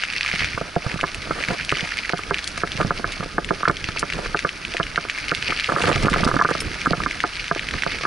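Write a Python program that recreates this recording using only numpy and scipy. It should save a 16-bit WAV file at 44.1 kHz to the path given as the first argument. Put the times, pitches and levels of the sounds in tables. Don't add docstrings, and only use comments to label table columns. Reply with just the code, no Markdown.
import sys
import numpy as np
from scipy import signal
from scipy.fft import rfft, irfft, next_fast_len
from scipy.io import wavfile
from scipy.ndimage import uniform_filter1d, minimum_filter1d, map_coordinates

SR = 44100
rng = np.random.default_rng(int(sys.argv[2]) if len(sys.argv) > 2 else 0)


def unload_audio(sound):
    columns = np.transpose(np.atleast_2d(sound))
    steps = np.round(np.clip(columns, -1, 1) * 32767)
    wavfile.write(sys.argv[1], SR, steps.astype(np.int16))


def ratio(d):
    e = np.asarray(d, float) / 20
    return 10 ** e


N = 355446

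# (peak time [s], upper modes level [dB], lower modes level [dB])
KNOCKS = [(0.037, -17.5, -41), (0.2487, -19, -45), (0.338, -30, -21.5), (0.421, -20, -26),
          (0.5776, -15, -22), (0.6137, -21, -13.5), (0.7644, -11, -4.5), (0.8654, -21, -20),
          (0.9925, -17.5, -39), (1.0324, -18, -14.5), (1.0396, 2, -7), (1.3087, -10.5, -14),
          (1.508, -17.5, -18), (1.7246, -2.5, -7.5), (2.095, -21, -43), (2.135, -4.5, -4),
          (2.3102, 6, -2.5), (2.5777, -17, -26), (2.6362, 3, -4), (2.8024, -15, -16), (2.8089, -10, -11.5),
          (2.8153, -9, -14.5), (2.8288, -16, -32), (2.8486, -22, -18), (2.9079, 5.5, -3.5),
          (2.9974, -26, -23), (3.0444, 2.5, -10.5), (3.2075, -19.5, -23), (3.2294, -23, -21.5),
          (3.2611, -38, -23), (3.3828, -3, -9), (3.5087, -1, -5.5), (3.5337, -27, -19.5),
          (3.633, -1, -13.5), (3.6544, 2, -37), (3.6787, 4.5, -3), (3.6984, 6, -4.5), (3.8885, -15, -23),
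          (3.9627, -19.5, -26), (4.0295, 2, -6.5), (4.19, -24, -18.5), (4.2616, -19, -23), (4.347, 3.5, -8),
          (4.4495, -2, -6.5), (4.8004, 0.5, -7), (4.8067, -8, -15), (4.9783, 6.5, -5), (5.3195, 3.5, -4),
          (5.5, -30, -18), (5.5086, -21, -30), (5.5234, -12.5, -23), (5.6921, -5.5, -11),
          (5.698, -9.5, -23), (5.722, -8, -15), (5.7374, -23.5, -19), (5.7638, -2, -15),
          (5.7862, -13.5, -23), (5.8058, -13, -21), (5.8412, -5, -7.5), (5.8827, -3, -2), (5.8986, 1, -2.5),
          (5.916, -8, -10), (5.961, -14, -20), (6.049, -12, -8), (6.0587, -12, -20), (6.0701, -13, -8),
          (6.0838, 4, -9), (6.091, -13, -32), (6.1319, -10, -27), (6.1416, -7, -30), (6.1621, -6, -6.5),
          (6.2028, -28, -18), (6.2351, -3, -12), (6.2513, -16, -16), (6.268, -6, -10), (6.2761, -3.5, -20),
          (6.29, -10, -20), (6.3148, -5, -21), (6.3428, -7, -11), (6.3671, 6, -14), (6.3936, -4, -15),
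          (6.4007, -4.5, -15), (6.4143, 14, -26), (6.423, 3.5, -8), (6.449, 7, -2), (6.454, 6, -4),
          (6.4904, -3, -13), (6.5129, -7, -6.5), (6.552, -14.5, -20), (6.8609, -1, -18), (6.8693, 3.5, -20),
          (6.9101, -25, -13), (6.9336, 5.5, -2), (7.0034, -16, -23.5), (7.0628, 3.5, -10), (7.24, 5, -7),
          (7.2462, -8, -16), (7.514, 2, -5), (7.7416, -15, -26), (7.8652, -6, -9), (8.0379, -19, -22),
          (8.053, -8, -20)]
# (frequency [Hz], level [dB], t60 [s])
CASE_LOW = [(321.4, -2.5, 0.044), (400, -6, 0.063), (484, 2.5, 0.031), (567, -6.5, 0.056),
            (690.4, -1.5, 0.05), (873, -7.5, 0.043)]
# (frequency [Hz], level [dB], t60 [s])
CASE_HIGH = [(1036, -6, 0.023), (1218, 1, 0.03), (1355, 0, 0.027), (1523, -1, 0.022), (1688, -3.5, 0.025),
             (2150, -16.5, 0.033)]
LOOSE, BUFFET, SHAKE = 1, 2, 3


def unit(x):
    return x / np.sqrt(np.mean(x ** 2) + 1e-20)


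def along(points, hz):
    f, v = np.transpose(points)
    return np.interp(np.log(hz + 1), np.log(f + 1), v)


def wobble(knots_per_s):
    return map_coordinates(rng.standard_normal(int(N * knots_per_s / SR) + 4), [np.arange(N) * knots_per_s / SR])


def filtered(x, response):
    m = next_fast_len(N + 8192)
    return irfft(rfft(x, m) * response(np.fft.rfftfreq(m, 1 / SR)), m)[..., :N]


def at_ports(pair, response_db):
    # (frequency [Hz], correlation [0-1])
    alike = [(60, 1), (270, 0.95), (600, 0.62), (1230, 0.75), (2600, 0.91), (5500, 0.76), (11000, 0.51)]
    # (frequency [Hz], level [dB])
    lean_points = [(30, 1), (130, -6), (500, -4), (1200, -6), (2200, 0.5), (5000, -1.5), (10000, 0)]

    def spread(hz):
        angle = np.arccos(np.clip(along(alike, hz), -1, 1)) / 2
        return ratio(along(response_db, hz)) * [np.cos(angle), np.sin(angle)]

    def lean(hz):
        return ratio(np.outer([.5, -.5], along(lean_points, hz)))

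    mid, side = filtered(pair, spread)
    return unit(filtered(np.array([mid + side, mid - side]), lean))


def bursts(per_s, spread_db, life_s):
    kicks = np.zeros(N)
    draw = rng.random((round(per_s * N / SR), 2))
    kicks[(draw[:, 0] * N).astype(int)] = ratio(-spread_db * np.log(1 - .98 * draw[:, 1]))
    fall = np.exp(-1 / (life_s * SR))
    return signal.lfilter([1], [1, -fall], kicks) * rng.standard_normal((2, N))


def add(track, s, sound):
    track[:, round(s * SR):][:, :sound.shape[1]] += sound


def ride(column):
    # (time [s], loose grit under the tyres [dB], wind buffeting [dB], shaking of the case [dB])
    controls = [(0.0, -34, -51, -49.5), (0.15, -32, -49, -49), (0.3, -30, -46, -47.5),
                (0.43, -31, -37, -44), (0.49, -38, -39.5, -44), (0.81, -40, -49, -44),
                (0.94, -40, -40, -44), (1.3, -36, -41, -44), (1.43, -33, -40, -41.5), (1.6, -37, -41, -44),
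                (1.95, -32, -51, -48.5), (2.15, -37, -50, -48), (2.31, -37, -40, -46),
                (2.69, -37, -41.5, -44.5), (2.85, -41, -39, -42.5), (3.12, -37, -42.5, -43),
                (3.4, -45, -42, -46), (3.61, -43, -35, -44), (3.9, -40, -44, -49), (4.33, -38, -39.5, -44),
                (4.53, -38, -43.5, -45.5), (5.1, -37, -49, -47), (5.4, -32, -41.5, -46),
                (5.72, -33, -50.5, -45), (5.86, -33, -30, -32), (6.1, -34, -28, -34), (6.3, -36, -33, -31),
                (6.42, -36, -36, -34), (6.62, -36, -38.5, -42), (6.93, -35, -39, -41),
                (7.45, -37, -44, -48), (7.63, -38, -43, -45), (7.79, -33, -43.5, -47),
                (8.06, -35, -43, -44)]
    rows = np.array(controls)
    return np.interp(np.arange(N) / SR, rows[:, 0], rows[:, column])


def swing(control_db):
    return control_db - control_db.mean()


def scattered(control_db, count):
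    share = np.cumsum(ratio(control_db))
    return np.searchsorted(share / share[-1], rng.random(count)) / SR


def grit(per_s, spread_db, centre_hz, scatter, cycles):
    draw = rng.random((round(per_s * N / SR), 5))
    t = np.arange(128) / SR
    hz = centre_hz * np.exp(scatter * (draw[:, 1:2] + draw[:, 2:3] - 1))
    size = ratio(-spread_db * np.log(1 - .99 * draw[:, 3:4]))
    grain = size * np.sin(2 * np.pi * hz * t) * hz * t * np.exp(-hz * t / cycles)
    where = ((draw[:, :1] * N).astype(int) + np.arange(len(t))).ravel()
    signed = (grain * np.sign(draw[:, 4:] - .5)).ravel()
    return np.array([np.bincount(where, g, N + len(t))[:N] for g in (grain.ravel(), signed)])


def tyres():
    # (frequency [Hz], response [dB])
    grit_colour = [(800, -20), (1200, -16), (1500, -1.5), (1900, -2.5), (2300, 1.5), (3000, -1.5),
                   (3700, -3), (4500, 17.5), (6000, 12), (8000, -25)]
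    # (frequency [Hz], response [dB])
    sand_colour = [(900, -37), (1600, -7), (2300, 0), (3600, -2), (4600, -2), (6000, -4.5), (7600, -25.5),
                   (8500, -11), (11300, -36)]
    # (frequency [Hz], response [dB])
    hiss_colour = [(530, -11), (900, -6), (1090, -6), (1260, 2.5), (1700, 2), (1910, -3.5), (2280, -0.5),
                   (3680, -8), (4690, -4.5), (6050, -12), (7560, -20.5), (10600, -17), (11300, -17),
                   (14700, -91), (22000, -120)]
    loose_db, buffet_db, shake_db = ride(LOOSE), ride(BUFFET), ride(SHAKE)

    clumps = ratio(2.3 * wobble(12) + 4.03 * wobble(40))
    grains = grit(per_s=1000, spread_db=4.5, centre_hz=2300, scatter=0.42, cycles=0.84)
    crackle = at_ports(clumps * grains, grit_colour)
    crackle_db = loose_db + 2 + 0.34 * swing(loose_db)

    sand = at_ports(np.sqrt(clumps) * bursts(per_s=600, spread_db=4, life_s=.0008), sand_colour)
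    hiss = at_ports(ratio(0.55 * wobble(25)) * rng.standard_normal((2, N)), hiss_colour)
    rolling = ratio(1.0) * sand + ratio(3) * hiss
    roll_db = -40.5 + 0.55 * swing(loose_db) + 0.19 * swing(shake_db)

    air = at_ports(rng.standard_normal((2, N)), hiss_colour)
    air_db = -43 + 0.5 * swing(buffet_db)
    return ratio(crackle_db) * crackle + ratio(roll_db) * rolling + ratio(air_db) * air


def wind():
    # (frequency [Hz], response [dB])
    rumble_colour = [(12, -30), (20, 3), (147, -7.5), (220, -10), (500, -15), (650, -26), (1100, -120)]
    rush_colour = [(15, -32), (30, 2.5), (200, -9.5), (900, -18.0), (1400, -60)]  # (Hz, dB)
    lumps = ratio(2.4 * wobble(7) + 3.3 * wobble(25))
    buffeting = at_ports(lumps * rng.standard_normal((2, N)), rumble_colour)
    rush = at_ports(rng.standard_normal((2, N)), rush_colour)
    return ratio(ride(BUFFET) + 4.5) * buffeting + ratio(-46) * rush


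def rattle():
    # (frequency [Hz], response [dB])
    rattle_colour = [(71, -42), (120, -10), (167, -2.5), (308, 0), (517, -9), (616, 4), (702, -2),
                     (808, -5), (1110, -3.5), (1220, 2.5), (1680, -18), (1860, -38), (2000, 2.5),
                     (2600, -42), (4400, -120)]
    shakes = ratio(1.7 * wobble(7)) * bursts(per_s=180, spread_db=5.5, life_s=0.0053)
    return ratio(ride(SHAKE) - 0.5) * at_ports(shakes, rattle_colour)


def ring(modes, t, lag_rad, build_s):
    hz, db, t60 = np.transpose(modes)[:, :, None]
    draw = rng.standard_normal((len(modes), 4))
    size = ratio(db + 2.83 * draw[:, :1] - 60 * t / t60)
    detuned_hz = hz * (1 + .015 * draw[:, 1:2])
    phase = 2 * np.pi * detuned_hz * (t - build_s) + 1.2 * draw[:, 3:]
    lag = lag_rad * draw[:, 2:3]
    pair = np.array([np.sum(size * np.cos(phase + lag), 0), np.sum(size * np.cos(phase - lag), 0)])
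    pair = pair * np.sin(np.pi / 2 * np.clip(t / build_s, 0, 1)) ** 2
    return pair / np.abs(pair.mean(0)).max()


def knocks():
    tap_high_db, tap_low_db, tap_spread_db = -24.5, -25.5, 4.4
    track, t, build_s = np.zeros((2, N + SR)), np.arange(SR // 10) / SR, .0022
    taps = [(s + build_s, *rng.normal((tap_high_db, tap_low_db), tap_spread_db))
            for s in scattered(ride(SHAKE), count=22)]
    for s, high_db, low_db in KNOCKS + taps:
        lean_db = rng.normal(-3, 2)
        upper = ratio(high_db) * ring(CASE_HIGH, t, 0.2, build_s)
        lower = ratio(low_db) * ring(CASE_LOW, t, 0.42, build_s)
        add(track, s - build_s, (upper + lower) * ratio([[lean_db / 2], [-lean_db / 2]]))
    return track[:, :N]


def pebbles(count):
    peak_db, peak_spread_db, highest_hz, pitch_spread, crack_db = -19, 2.5, 2200, 0.02, -37.5
    draw = rng.standard_normal((count, 3))
    return [(s + 0.00101, peak_db + peak_spread_db * a, highest_hz * np.exp(-pitch_spread * abs(b)),
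             crack_db + peak_spread_db * c)
            for s, (a, b, c) in zip(scattered(ride(LOOSE), count), draw)]


def stones():
    # (peak time [s], peak level [dB], pitch [Hz], crack level [dB])
    loud_stones = [(0.0365, -7.5, 2240, -40), (0.052, -15.5, 2740, -59), (0.1253, -13.5, 2590, -33.5),
                   (0.136, -11, 2400, -37.5), (0.1718, -15, 2640, -38.5), (0.2095, -3, 2550, -36.5),
                   (0.2484, -16, 2340, -38), (0.2622, -8, 2350, -41), (0.2783, -10.5, 2520, -41.5),
                   (0.2896, -12, 2200, -39.5), (0.315, -10.5, 2340, -39.5), (0.341, -15.5, 2370, -39.5),
                   (0.359, -11, 2260, -36), (0.3935, -14, 2400, -41), (0.4073, -6, 2150, -41),
                   (0.422, -15, 2090, -37.5), (0.4452, -4, 2350, -37), (0.917, -14.5, 2410, -44),
                   (1.0116, -8, 2500, -23), (1.1461, -14, 2580, -20), (1.427, -10.5, 2350, -40.5),
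                   (1.4378, -7, 2420, -39), (1.4495, -12.5, 2310, -32), (1.4855, -6, 2150, -34),
                   (1.6102, -13, 2350, -39), (1.649, -17, 3310, -21), (1.6935, -4, 2320, -36.5),
                   (1.7168, -5, 2530, -19), (1.7707, -12, 2940, -35), (1.808, -8, 2800, -39),
                   (1.9717, -12, 2300, -24), (2.0941, -6, 2300, -38), (2.1818, -23, 3400, -25),
                   (2.3437, -4, 2350, -38.5), (2.3849, -12, 3420, -30), (2.3902, -13, 2360, -41),
                   (2.443, -16, 4260, -22), (2.476, -13, 4300, -14), (2.577, -16, 5030, -21),
                   (2.719, -12.5, 3430, -37), (2.8134, -12, 2290, -39), (3.1213, -16.5, 3830, -24),
                   (3.4464, -14, 2730, -25), (3.49, -14.5, 2240, -45), (3.6546, -10, 2060, -40),
                   (3.6815, -3.5, 2180, -43.5), (3.684, -8.5, 4350, -44), (3.769, -14, 3200, -40),
                   (3.8424, -11, 2720, -43), (3.888, -15.5, 3560, -33), (3.9942, -22, 5400, -9.5),
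                   (4.1015, -10.5, 2070, -39.5), (4.125, -10, 2300, -37.5), (4.1355, -10, 2650, -28),
                   (4.3719, -13, 2540, -42), (4.3913, -9.5, 2140, -22.5), (4.492, -7, 2530, -40),
                   (4.6508, -10.5, 2500, -34), (4.7386, -11, 2670, -29), (4.7684, -3, 2460, -40.5),
                   (4.8307, -13, 3130, -40), (4.9591, -10.5, 2250, -41.5), (5.098, 3, 2370, -28),
                   (5.186, -15, 2360, -26), (5.2833, -13, 2370, -25), (5.315, -7, 2330, -24),
                   (5.3491, -3, 2890, -18), (5.4255, -10.5, 2440, -38), (5.5058, -8, 2380, -40),
                   (5.5983, 3, 2300, -34), (5.6438, -4, 2750, -36), (5.6603, -12, 2800, -38),
                   (5.817, -13, 2160, -21), (5.821, -5, 2780, -14), (5.8369, -15, 2620, -30),
                   (5.8566, -8, 2310, -33), (5.8748, -4.5, 2560, -36.5), (5.9154, -9, 1920, -38.5),
                   (5.9212, -8, 2540, -38), (5.9295, -5, 2300, -37), (5.9594, -6, 2080, -23),
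                   (6.0258, -18, 2360, -21), (6.034, -16, 4400, -21), (6.057, -9, 2610, -23),
                   (6.0996, -15, 2540, -17), (6.1314, -2, 2030, -33), (6.1394, -6, 2130, -41),
                   (6.2396, -6, 2760, -21), (6.247, -8, 5030, -17), (6.2518, -11, 4800, -28),
                   (6.341, -19, 2530, -22), (6.369, -9, 4730, -36), (6.423, -7, 4500, -38),
                   (6.6038, -20, 5200, -15.5), (6.8512, -15, 2410, -45), (7.0364, -12, 2270, -41),
                   (7.1109, -11, 2170, -43), (7.2039, 1, 2190, -36.5), (7.4433, -15, 2560, -35),
                   (7.481, -14, 2950, -36.5), (7.5943, -7, 2340, -41), (7.6876, -9, 2480, -37.5),
                   (7.71, -12.5, 2220, -45), (7.7378, -12.5, 2340, -44.5), (7.8224, -8, 2150, -38),
                   (7.8357, -0.5, 1980, -40.5), (7.92, -11, 2300, -39)]
    # (frequency [Hz], level [dB], t60 [s])
    spoke = [(3240, -5, .05), (5200, -1, .05), (8200, -12, .07), (9250, -13, .06), (10980, -3, 0.084)]
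    ping_s, ping_db = 6.6045, -17.5
    track, crunch, cracks = np.zeros((3, 2, N + SR))
    t, build_s = np.arange(SR // 20) / SR, .0005
    for s, db, hz, crack_db in loud_stones + pebbles(count=80):
        modes = [(hz, 0, .01), (hz * 1.217, -4, .007), (hz * 0.769, -4, .01), (hz * 1.734, -8, .006),
                 (5800, -14, .006)]
        half_lean_db = rng.normal(0, 1.8)
        snap = ratio(db) * ring(modes, t, 0.14, build_s)
        add(track, s - build_s, snap * ratio([[half_lean_db], [-half_lean_db]]))
        spray = rng.standard_normal((2, 1, len(t))) + 0.41 * rng.standard_normal((2, 2, len(t)))
        add(crunch, s, ratio(db - 7 - 60 * t / 0.04) * spray[0])
        crack_fall = ratio(-60 * t / 0.0059) + ratio(-6.0 - 60 * t / 0.074)
        add(cracks, s - build_s, ratio(crack_db) * crack_fall * spray[1])
    add(track, ping_s, ratio(ping_db) * ring(spoke, np.arange(SR // 8) / SR, 0.22, 0.00039))

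    def bright(hz):
        return 1 / (1 + (3500 / (hz + 1)) ** 4) / np.sqrt(1 + (hz / 5500) ** 3)

    def gritty(hz):
        return 1 / (1 + (1500 / (hz + 1)) ** 6) / (1 + (hz / 4000) ** 3)

    return track[:, :N] + filtered(crunch[:, :N], gritty) + filtered(cracks[:, :N], bright)


def thumps():
    # (peak time [s], peak level [dB], pitch [Hz])
    frame_bumps = [(0.339, -23, 180), (0.417, -22.5, 133), (0.445, -23, 90), (0.55, -23, 110),
                   (0.768, -11.5, 159), (0.867, -14, 127), (0.944, -17.5, 183), (0.965, -22, 137),
                   (1.489, -18, 159), (1.506, -18.5, 189), (1.522, -22, 139), (1.725, -15, 132),
                   (1.831, -19.5, 164), (2.756, -22, 129), (2.795, -18, 127), (2.814, -17, 185),
                   (2.85, -10, 152), (2.88, -23, 162), (3.001, -22, 232), (3.203, -18.5, 160),
                   (3.513, -15, 172), (3.698, -6.5, 140), (3.892, -21, 105), (4.804, -13, 164),
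                   (5.748, -19, 172), (5.826, -23, 185), (5.861, -19, 102), (5.906, -5, 279),
                   (5.959, -11.5, 123), (6.042, -9, 150), (6.051, -1.5, 192), (6.07, -12, 177),
                   (6.119, -12.5, 177), (6.212, -19, 179), (6.232, -9, 186), (6.266, 1.5, 241),
                   (6.341, -15, 117), (6.365, 2.5, 266), (6.675, -22, 97), (6.875, -5.5, 265),
                   (6.916, -10, 170), (6.982, -21.5, 150), (7.07, -14, 270)]
    harness_db, harness_hz, harness_lag_s = -8.5, 162, 0.0028
    track, t = np.zeros((2, N + SR)), np.arange(SR // 8) / SR
    passed_on = [(s + harness_lag_s, low_db + harness_db, harness_hz) for s, _, low_db in KNOCKS]
    strap_hum = ratio(-17.5 - 60 * t / 0.083) * np.sin(2 * np.pi * 171 * t)
    for s, db, hz in frame_bumps + passed_on:
        push = np.sin(2 * np.pi * hz * t) * np.exp(-t * hz) + strap_hum
        push = push * (1 - np.exp(-t / 0.00048))
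        push = rng.choice([-1, 1]) * push / np.abs(push).max()
        add(track, s - 0.41 / hz, ratio(db) * push * ratio([[-3], [2.5]]))
    return track[:, :N]


def scrapes():
    # (start [s], end [s], upper modes level [dB], lower modes level [dB])
    drags = [(0.666, 0.694, -47, -36), (0.837, 0.95, -38.5, -39), (1.351, 1.413, -38, -33.5),
             (1.476, 1.55, -33.5, -30), (1.794, 1.862, -45, -37.5), (2.782, 2.819, -30, -31),
             (3.678, 3.713, -39, -22.5), (4.14, 4.262, -35.5, -38), (5.477, 5.511, -36, -34),
             (5.683, 5.729, -34, -27.5), (5.749, 5.833, -28, -30), (5.836, 5.854, -21, -22),
             (5.869, 5.901, -15.5, -14), (5.906, 5.927, -25, -24), (6.126, 6.142, -20, -35),
             (6.165, 6.184, -25.5, -32), (6.273, 6.293, -24.5, -24), (6.413, 6.42, -27, -34),
             (6.487, 6.517, -23, -20), (6.852, 6.874, -27.5, -26), (6.9, 6.95, -47, -35)]
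    t, total = np.arange(N) / SR, 0

    def edge(start_s, end_s):
        return np.clip(np.minimum(t - start_s, end_s + 0.0043 - t) / 0.0033, 0, 1)

    for column, modes in ((2, CASE_HIGH), (3, CASE_LOW)):
        def body(f):
            response = 0
            for mode_hz, db, t60 in modes:
                width_hz = np.log(1000) / np.pi / t60
                response = response + ratio(db) * 1j * f * width_hz / (mode_hz ** 2 - f * f + 1j * f * width_hz)
            return response

        one, other = filtered(bursts(per_s=500, spread_db=0.0, life_s=0.0018), body)
        chatter = unit(np.array([(one + 0.69 * other) * ratio(-4.5), (one - 0.27 * other) * ratio(-0.5)]))
        total = total + chatter * sum(ratio(row[column]) * edge(row[0], row[1]) for row in drags)
    return total


def scene():
    return tyres() + wind() + rattle() + knocks() + stones() + thumps() + scrapes()


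def low_pass(x):
    return signal.sosfilt(signal.butter(12, 12430, fs=SR, output="sos"), x)


def record(dry):
    # (frequency [Hz], phase lag [rad])
    port_lag = [(30, 0.32), (130, 0.61), (450, 0.19), (860, 0.91), (1120, 0.47), (1800, 0.04), (2330, 0.76),
                (3500, .02)]
    threshold_db, firmness, hold, ahead = -7, .75, 300, 110
    over = np.maximum(np.abs(dry).max(0) / ratio(threshold_db), 1)
    gain = minimum_filter1d(over ** -firmness, size=hold, origin=hold // 2 - ahead)
    cut_db = 20 * np.log10(gain)
    keep = np.exp(-1 / (0.01 * SR))
    cut_db = np.minimum(cut_db, signal.lfilter([1 - keep], [1, -keep], cut_db))
    ports = filtered(dry, lambda hz: np.exp(1j * np.outer([-.5, .5], along(port_lag, hz))))
    limited = ports * ratio(uniform_filter1d(cut_db, size=ahead))
    mix = filtered(limited, lambda hz: 1 / (1 + np.minimum(hz / 11150, 1.2) ** 150))
    return low_pass(mix)


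dry = scene()
out = record(dry)
unload_audio(out)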